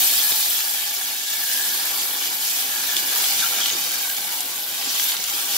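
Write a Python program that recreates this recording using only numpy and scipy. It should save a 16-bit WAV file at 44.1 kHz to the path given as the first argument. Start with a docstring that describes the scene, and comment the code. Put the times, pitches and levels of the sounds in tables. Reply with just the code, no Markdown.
"""Water poured on greens in a hot steel pot sizzles: droplets burst to steam, as bands of noise swelling in puffs.
The noise forms a fine hiss and a coarser sputter; bubbles ring the steel and resonances make the pot hum.
Single spits are rising tones with cracks, and steam jets are narrow bands of crackling noise.
A gas flame rumbles below as low noise coloured by the modes of a small tiled kitchen;
a wooden spoon knocks as short low rings and squawks on the wall as dying pairs of tones."""
import sys
import numpy as np
from scipy import signal
from scipy.fft import rfft, irfft, next_fast_len
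from scipy.io import wavfile

SR = 44100
rng = np.random.default_rng(int(sys.argv[2]) if len(sys.argv) > 2 else 0)


def wav_record(signal):
    """Record a signal, one row per channel, as 16-bit PCM in the file named by sys.argv[1]."""
    frames = np.transpose(np.atleast_2d(signal))
    bounded = np.clip(frames, -1, 1)
    # unit amplitude maps onto the largest positive 16-bit level
    quanta = np.round(bounded * 32767).astype(np.int16)
    wavfile.write(sys.argv[1], SR, quanta)


def gain_from_decibels(decibels):
    """Convert decibel values to linear amplitude factors."""
    exponent = np.asarray(decibels, float) / 20
    return 10 ** exponent


N = 245637


def rms_one(x):
    """Normalisation: equal mean power, rms 1."""
    return x / np.sqrt(np.mean(x ** 2) + 1e-20)


def in_time(rows):
    """Linear interpolation: the columns of a curve table, one value per sample."""
    s, *columns = np.transpose(rows)
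    return [np.interp(np.arange(N) / SR, s, c) for c in columns]


def at_hz(points, hz):
    """Logarithmic frequency scale: a spectrum table read at hz."""
    table_hz, values = np.transpose(points)
    return np.interp(np.log(hz), np.log(table_hz), values)


def drift(corner_hz):
    """Low-passed random fluctuation: noise through two equal poles, rms 1."""
    r = np.exp(-40 * np.pi * corner_hz / SR)   # computed at every 20th sample
    slow = signal.lfilter([1], [1, -2 * r, r * r], rng.standard_normal(N // 20 + 4002))
    slow = slow[4000:]   # the filter has settled
    return np.interp(np.arange(N) / 20, np.arange(len(slow)), rms_one(slow - slow.mean()))


def resonance(x, hz, width_hz):
    """Damped resonator: a two-pole band-pass with gain 1 on top."""
    r = np.exp(-np.pi * width_hz / SR)
    feed = np.array([1, 0, -1]) * (1 - r * r) / 2
    return signal.lfilter(feed, [1, -2 * r * np.cos(2 * np.pi * hz / SR), r * r], x)


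def swell(top_s, hold_s, rise_s, fall_s):
    """Exponential growth and decay: an envelope of height 1 with a hold at its top."""
    t = np.arange(N) / SR - top_s
    return np.exp(np.clip(t / rise_s, -40, 0) - np.clip((t - hold_s) / fall_s, 0, 40))


def stereo_noise(spectrum):
    """Partial coherence: coloured noise whose channels agree in the bass and part in the treble; rms 1."""
    # shared power of the two channels: (frequency [Hz], likeness [0-1])
    likeness = [(60, 1), (180, 1), (550, 0.98), (1140, 0.44), (2400, 0.46), (5000, 0.39), (7500, 0.16),
                (15000, 0.057)]
    # level difference: (frequency [Hz], left over right [dB])
    tilt = [(60, 0), (240, -1), (3770, -0.5), (15000, 1.5)]
    # path difference to the two ports: (frequency [Hz], phase by which left leads [rad])
    lead = [(0, -0.9), (780, -0.7), (1120, 1.57), (2410, 0.97), (3450, 1.96), (4900, -0.7), (6400, -2),
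            (10800, -7), (16000, -16.5)]
    size = next_fast_len(N)
    hz = np.arange(1, size // 2 + 2) * SR / size
    common, *own = rfft(rng.standard_normal((3, size)))
    alike = np.clip(at_hz(likeness, hz), 0, 1)
    side = np.array([[1], [-1]])   # left, right
    turned = common * np.exp(.5j * side * np.interp(hz, *np.transpose(lead)))
    ears = np.sqrt(alike) * turned + np.sqrt(1 - alike) * np.array(own)
    colour_db = at_hz(spectrum, hz) + at_hz(tilt, hz) / 2 * side
    return rms_one(irfft(ears * gain_from_decibels(colour_db), size)[:, :N])


def puffs(per_s, spread_db, length_s):
    """Shot noise: droplets burst at random in sudden uneven puffs that die away; a power envelope of mean 1."""
    born = rng.random(N) < per_s / SR
    sizes = gain_from_decibels(spread_db * np.minimum(rng.exponential(1, N), 5)) * born
    r = np.exp(-1 / (length_s * SR))
    power = signal.lfilter([1], [1, -r], sizes ** 2)
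    return power / power.mean()


def sizzle(spectrum, centres, bursts, burst_share, own_share, patchy_db, tilt_db=0):
    """Modulated noise: each band swells with the shared crackle, puffs of its own and slow patches."""
    size = next_fast_len(N)
    noise, out, together = rfft(stereo_noise(spectrum), size), 0, drift(7.7)
    hz = np.arange(size // 2 + 1) * SR / size
    for centre, peak in zip(centres, np.eye(len(centres))):   # overlapping triangles that add up to one
        band = irfft(noise * np.interp(hz, centres, peak), size)[:, :N]
        own_puffs = puffs(per_s=200.0, spread_db=2.8, length_s=0.0046)
        power = 1 - burst_share - own_share + burst_share * bursts + own_share * own_puffs
        patches = patchy_db * (0.6 * together + 0.5 * drift(5.5) + 0.41 * drift(38.0))
        out = out + band * np.sqrt(power) * gain_from_decibels(patches + tilt_db * np.log2(centre / 4500))
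    return rms_one(out)


def wall_echo(x, lag_s, sway_s, echo_db):
    """Comb filtering: a near wall's echo, its lag wandering with hand and steam, shifts the colour per channel."""
    at = np.arange(N)
    late = []
    for ear in x:
        lag = SR * (lag_s + sway_s * drift(0.71))
        late.append(np.interp(np.abs(at - lag), at, ear))
    return rms_one(x + gain_from_decibels(echo_db) * np.array(late))


def bubbles(per_s, cycles):
    """Impulse excitation: small bubbles collapse on the steel and set its upper modes ringing."""
    # upper modes of the pot wall: frequency [Hz]
    steel_hz = [3038, 3300, 3540, 4100, 4630, 4910, 5470, 6130, 6800, 7520, 11000, 11900]
    out = 0
    for hz in steel_hz:
        # each mode is struck more or less often as the greens shift
        born = rng.random(N) < per_s * gain_from_decibels(4.0 * drift(4.0)) / SR
        ear_gain = gain_from_decibels(0.2 * rng.standard_normal((2, 1)))
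        clicks = born * rng.standard_normal(N) * ear_gain + 1e-18
        ring = resonance(clicks, hz, hz / cycles) * np.sqrt(cycles / hz)
        out = out + gain_from_decibels(-2.2 * np.log2(hz / 4000)) * ring
    return rms_one(out)


def sputter(bursts, fine_db):
    """Droplet bursts as noise: the coarse crackle, its echo off a near wall and the bubbles on the steel."""
    # colour before the moving tilt: (frequency [Hz], relative density [dB])
    coarse_colour = [(1300, -31.5), (2300, -5.5), (3000, -2), (3500, 0), (4100, -1.2), (6000, -1),
                     (7500, -1), (9000, -11), (11000, -7), (14000, -17)]
    # slope in dB per octave; finer droplets brighten it
    tilt_db = -0.96 + 0.14 * (fine_db - fine_db.mean())
    crackle = sizzle(coarse_colour, np.geomspace(2400, 10000, 12), bursts,
                     burst_share=0.13, own_share=0.36, patchy_db=2.0, tilt_db=tilt_db)
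    crackle = wall_echo(crackle, lag_s=.0016, sway_s=0.000155, echo_db=-6.5)
    return crackle + gain_from_decibels(-8.5) * bubbles(per_s=120.0, cycles=33.0)


def hiss(bursts):
    """Turbulent noise: fine droplets flash to steam, heard as treble swelling with the shared bursts."""
    # (frequency [Hz], relative density [dB])
    fine_colour = [(5300, -36), (8000, -6.5), (10000, -6), (11000, -2.5), (11900, 0.5), (13000, -1.5),
                   (15700, -2.5)]
    return sizzle(fine_colour, np.geomspace(9000, 15500, 7), bursts,
                  burst_share=0.27, own_share=0.43, patchy_db=1.3)


def pot_hum(bursts, stir):
    """Forced vibration: the boil's noise shakes the pot's modes, and each swells on its own."""
    # air and steel of the pot: (frequency [Hz], width [Hz], gain [dB])
    pot_modes = [(688, 35, -9.5), (735, 24, -4.5), (813, 38, -4.5), (877, 18, -0.5), (1004, 47, -6),
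                 (1125, 28, -0.5), (1398, 82, -5), (1478, 75, 2.5), (1565, 426, -0.5), (2040, 97, 0),
                 (2255, 75, 3.5), (2500, 390, -7.5)]
    # the air mode shifts as spoon and greens move: (time [s], frequency [Hz])
    ring_pitch = [(0, 1690), (1.6, 1688), (3.0, 1676), (4.1, 1610), (5.1, 1580)]
    # the strongest air mode sings out: (time of the top [s], build-up constant [s], level over the modes [dB])
    sings = [(0.3, 0.38, -13), (1.72, 0.8, -2), (3.0, 0.34, -5.5), (4.12, 0.1, -7), (5.1, 0.12, -9)]
    stirred_lift_db, ring_half_width_hz, ring_floor_db = 2.5, 69, -20.5
    fall_share = 0.12   # dying time as a share of the build-up

    noise = stereo_noise([(400, -16.5), (650, 3.5), (3000, -9.0), (5000, -1)])
    noise = noise * np.sqrt(0.28 + 0.59 * bursts)
    woken_db = stirred_lift_db * (stir - stir.mean())
    modes = 0
    for k, (hz, width_hz, db) in enumerate(pot_modes):
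        lift_db = woken_db * (950 < hz < 1600)   # these modes wake as the liquid is moved
        level = gain_from_decibels(db + 1.54 * drift(5.4) + lift_db)
        modes = modes + (-1) ** k * level * resonance(noise, hz, width_hz)

    # a band-pass that follows the moving mode: shift to zero frequency, low-pass, shift back
    turn = np.exp(2j * np.pi * np.cumsum(in_time(ring_pitch)[0]) / SR)
    narrow = signal.butter(2, ring_half_width_hz, fs=SR, output="sos")
    ring = np.real(turn * signal.sosfilt(narrow, (noise + 0.5 * noise[::-1]) / turn))
    singing = gain_from_decibels(ring_floor_db)
    for s, rise_s, db in sings:
        singing = singing + gain_from_decibels(db) * swell(s, 0, rise_s, fall_share * rise_s)
    flutter = gain_from_decibels(2.2 * drift(6.8))
    return rms_one(modes) + singing * flutter * rms_one(ring)


def flame(stir):
    """Room-mode colouring: lumpy gas rumble and slosh; stirring lifts it, and the stove shakes deeper."""
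    # (frequency [Hz], relative density [dB])
    rumble = [(15, -54), (25, -27), (133, -18), (167, -8), (275, -4), (568, -7), (700, -6), (910, -14),
              (1540, -120)]
    # modes of the kitchen: (frequency [Hz], width [Hz], lift [dB])
    kitchen = [(177, 8.4, 2.5), (279, 14.5, 6.5), (345, 27, 4), (414, 24, 5), (501, 25, 7)]
    flame_db, slosh_lift_db = -52, 7.5   # flame alone; lift at full stirring
    noise = stereo_noise(rumble)
    lifted = noise + sum((gain_from_decibels(db) - 1) * resonance(noise, hz, width_hz) for hz, width_hz, db in kitchen)
    deep = signal.sosfilt(signal.butter(2, (35, 196), "band", fs=SR, output="sos"), noise)
    # the stove shakes most at the hardest stroke
    shake = gain_from_decibels(-56) * swell(top_s=3.5, hold_s=0, rise_s=0.98, fall_s=1.7) * gain_from_decibels(2.5 * drift(13.0))
    level = gain_from_decibels(flame_db + slosh_lift_db * stir + 1.3 * drift(9.7))
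    return level * rms_one(lifted) + shake * rms_one(deep)


def spits():
    """Bubble resonance: a large bubble bursts in a few cycles of rising pitch and a crack of its colour."""
    # (time [s], strength before the mix of tone and crack [dB], starting frequency [Hz], time to the tone's peak [ms])
    single_spits = [(0.32, -7, 3450, .4), (2.9661, -5, 3300, 0.68), (2.9663, -18, 1650, 0.51),
                    (2.9668, -9, 4100, .3), (3.6588, -3.5, 3150, 0.91), (3.6942, -8, 3040, 0.79),
                    (3.7007, -9, 2900, .7), (4.0998, -9.5, 3420, .4), (4.167, -12, 6200, 0.33),
                    (4.206, -13, 5500, .4), (4.406, -8, 9100, .3), (4.9966, -15, 1800, .6),
                    (4.9972, -6, 3050, 0.88), (5.119, -11, 3420, 0.6), (5.167, -10, 3620, .4),
                    (5.24, -9.5, 6900, 0.77), (5.298, -14, 4780, .4)]
    stretch_per_s = 12   # of the phase; pitch rises by twice this share per second
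    small_per_s, small_db, small_hz = 90, -17.5, 5500   # smallest strength, before the resonance
    out, t = np.zeros(N), np.arange(round(0.018 * SR)) / SR
    for s, db, hz, ring_ms in single_spits:
        age = 1000 * t / ring_ms
        tone = np.sin(2 * np.pi * hz * t * (1 + stretch_per_s * t)) * age * np.exp(1 - age)
        crack = resonance(rng.standard_normal(len(t)) * np.exp(-t / 0.0036), hz, hz)
        start = round(s * SR)
        out[start:start + len(t)] += gain_from_decibels(db) * (0.31 * tone + 0.59 * crack)

    # many lesser ones at random
    born = rng.random(N) < small_per_s / SR
    small = born * gain_from_decibels(small_db + 2.5 * np.minimum(rng.exponential(1, N), 4))
    out += resonance(small * rng.choice([-1, 1], N) + 1e-18, small_hz, small_hz)
    thin = signal.sosfilt(signal.butter(2, [900, 14000], "band", fs=SR, output="sos"), out + 1e-18)
    return np.array([thin, np.roll(thin, 1)])   # the right port hears it one sample later


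def flares():
    """Band-limited turbulence: water meets bare steel in a short crackling steam jet around one pitch."""
    # (start of the hold [s], hold [s], level [dB], frequency [Hz])
    jets = [(0.206, 0.019, -28.5, 3380), (3.163, 0.055, -39, 3160), (3.26, .08, -33, 5200),
            (3.385, 0.061, -30.5, 3700), (3.568, .02, -30, 3580), (3.615, 0.027, -28, 3300),
            (3.714, 0.013, -25, 6500), (4.89, 0.028, -31, 5800), (5.002, 0.033, -28, 6140),
            (5.027, 0.018, -28, 12800), (5.08, 0.026, -26.5, 11900)]
    width_share = 0.1   # bandwidth of each of two resonators, as a share of the frequency
    grit = rng.standard_normal(N) + 0.69 * rng.standard_normal((2, N))
    grit = grit * np.sqrt(puffs(per_s=440.0, spread_db=2.2, length_s=0.0037))
    out = np.zeros((2, N))
    for s, hold_s, db, hz in jets:
        near = slice(round(s * SR) - SR // 10, round(s * SR) + SR // 4)
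        jet = resonance(grit[:, near], hz, hz * width_share)
        jet = resonance(jet, hz, hz * width_share)
        envelope = swell(s, hold_s, rise_s=0.0076, fall_s=0.015)[near]
        out[:, near] += gain_from_decibels(db) * envelope * rms_one(jet)
    return out


def spoon():
    """Impact and stick-slip: wood knocks dully, pushing through the stove, and squawks along the wall."""
    # (time [s], strength before the envelope [dB], frequency [Hz], push against the ring's height [ratio])
    knocks = [(0.3207, -29, 290, 2.5), (2.967, -30, 330, 0.6), (3.024, -30, 377, .05),
              (3.732, -31, 345, 1.6), (3.75, -25.5, 345, 0.2), (4.872, -28, 278, .05)]
    # modes that the slips excite, lower then upper: (frequency [Hz], t60 [s])
    rub_modes = [(1375, 0.066), (1560, 0.04)]
    # the spoon sticks and slips: (time [s], strength before the envelope [dB], share of the upper mode [0-1])
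    slips = [(3.4205, -20, 0.7), (3.427, -22, .9), (3.438, -17.5, 0.33), (3.458, -23, .3), (3.52, -27, 0)]
    rise_s, ring_s, push_s = 0.0018, 0.0048, 0.00038   # time constants of a knock
    out, t = np.zeros(N), np.arange(round(.1 * SR)) / SR
    for s, db, hz, push in knocks:
        ring = np.sin(2 * np.pi * hz * t) * (1 - np.exp(-t / rise_s)) * np.exp(-t / ring_s)
        start = round(s * SR)
        out[start:start + len(t)] += gain_from_decibels(db) * (ring - push * np.exp(-t / push_s))

    rough = 1 + 0.35 * drift(150.0)[:len(t)]
    onset = 1 - np.exp(-t / 0.0008)
    low, high = [np.sin(2 * np.pi * hz * t) * gain_from_decibels(-60 * t / t60) * onset * rough for hz, t60 in rub_modes]
    for s, db, upper in slips:
        start = round(s * SR)
        out[start:start + len(t)] += gain_from_decibels(db) * (low + upper * (high - low))
    return out


def scene():
    """Superposition: all sources add, close to the microphone."""
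    # the boil: (time [s], vigour as sputter level [dB], fineness as hiss over sputter [dB])
    boil_curve = [(0, -22, 6), (.3, -23, 5), (.65, -27.5, 5), (1.21, -28.5, 3), (1.3, -28, 4.5),
                  (1.55, -25, 4), (1.9, -27, 5), (2.2, -26.5, 3), (2.45, -27.5, 5.5), (3.1, -25, 1.5),
                  (3.2, -22.5, 4), (3.4, -22.5, 1.5), (3.7, -24, 0.5), (3.76, -24, -3), (3.82, -27, 3.5),
                  (4.3, -28, 4), (4.52, -31, 4), (4.95, -25.5, 1), (5.0, -24.5, 4.5), (5.12, -24.5, 0.5),
                  (5.16, -28.5, 2), (5.45, -26.5, 3), (5.57, -21.5, 1.5)]
    # how much pouring and stirring move the liquid: (time [s], movement [0-1])
    stir_curve = [(0, 0.6), (.35, 0.3), (.6, 0.1), (1.45, 0.1), (1.7, 0.7), (2.2, 0.77), (2.5, 0.42),
                  (3.0, 0.91), (4.2, 0.64), (5.3, 0.44), (5.57, 1)]
    vigour_db, fine_db = in_time(boil_curve)
    stir, = in_time(stir_curve)
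    bursts = puffs(per_s=700.0, spread_db=1.93, length_s=0.00072)
    boil = gain_from_decibels(vigour_db) * (sputter(bursts, fine_db) + gain_from_decibels(fine_db) * hiss(bursts))
    # the hum takes a share of the boil's swing and rises with stirring
    hum_db = -38.5 + 0.29 * (vigour_db - vigour_db.mean()) + 3 * stir
    boil = boil + gain_from_decibels(hum_db) * pot_hum(bursts, stir)
    # the tiles behind the stove
    boil = np.std(boil) * wall_echo(boil, lag_s=.0085, sway_s=0.00014, echo_db=-8.5)
    return boil + flame(stir) + spits() + flares() + spoon()


def top_cut(x):
    """Nothing passes above the cut-off."""
    return signal.sosfilt(signal.butter(12, 17060, fs=SR, output="sos"), x)


def record(dry):
    """Band limiting: a small camera microphone with a bass roll-off and a steep top cut."""
    run_in = SR // 10   # mirrored sound in which the filters settle
    padded = np.pad(dry, ((0, 0), (run_in, 0)), "reflect")
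    cut = signal.sosfilt(signal.ellip(12, .3, 75, 15710, fs=SR, output="sos"), padded)
    mix = signal.sosfilt(signal.butter(2, 45, "high", fs=SR, output="sos"), cut)[:, run_in:]
    return top_cut(mix)


dry = scene()
out = record(dry)
wav_record(out)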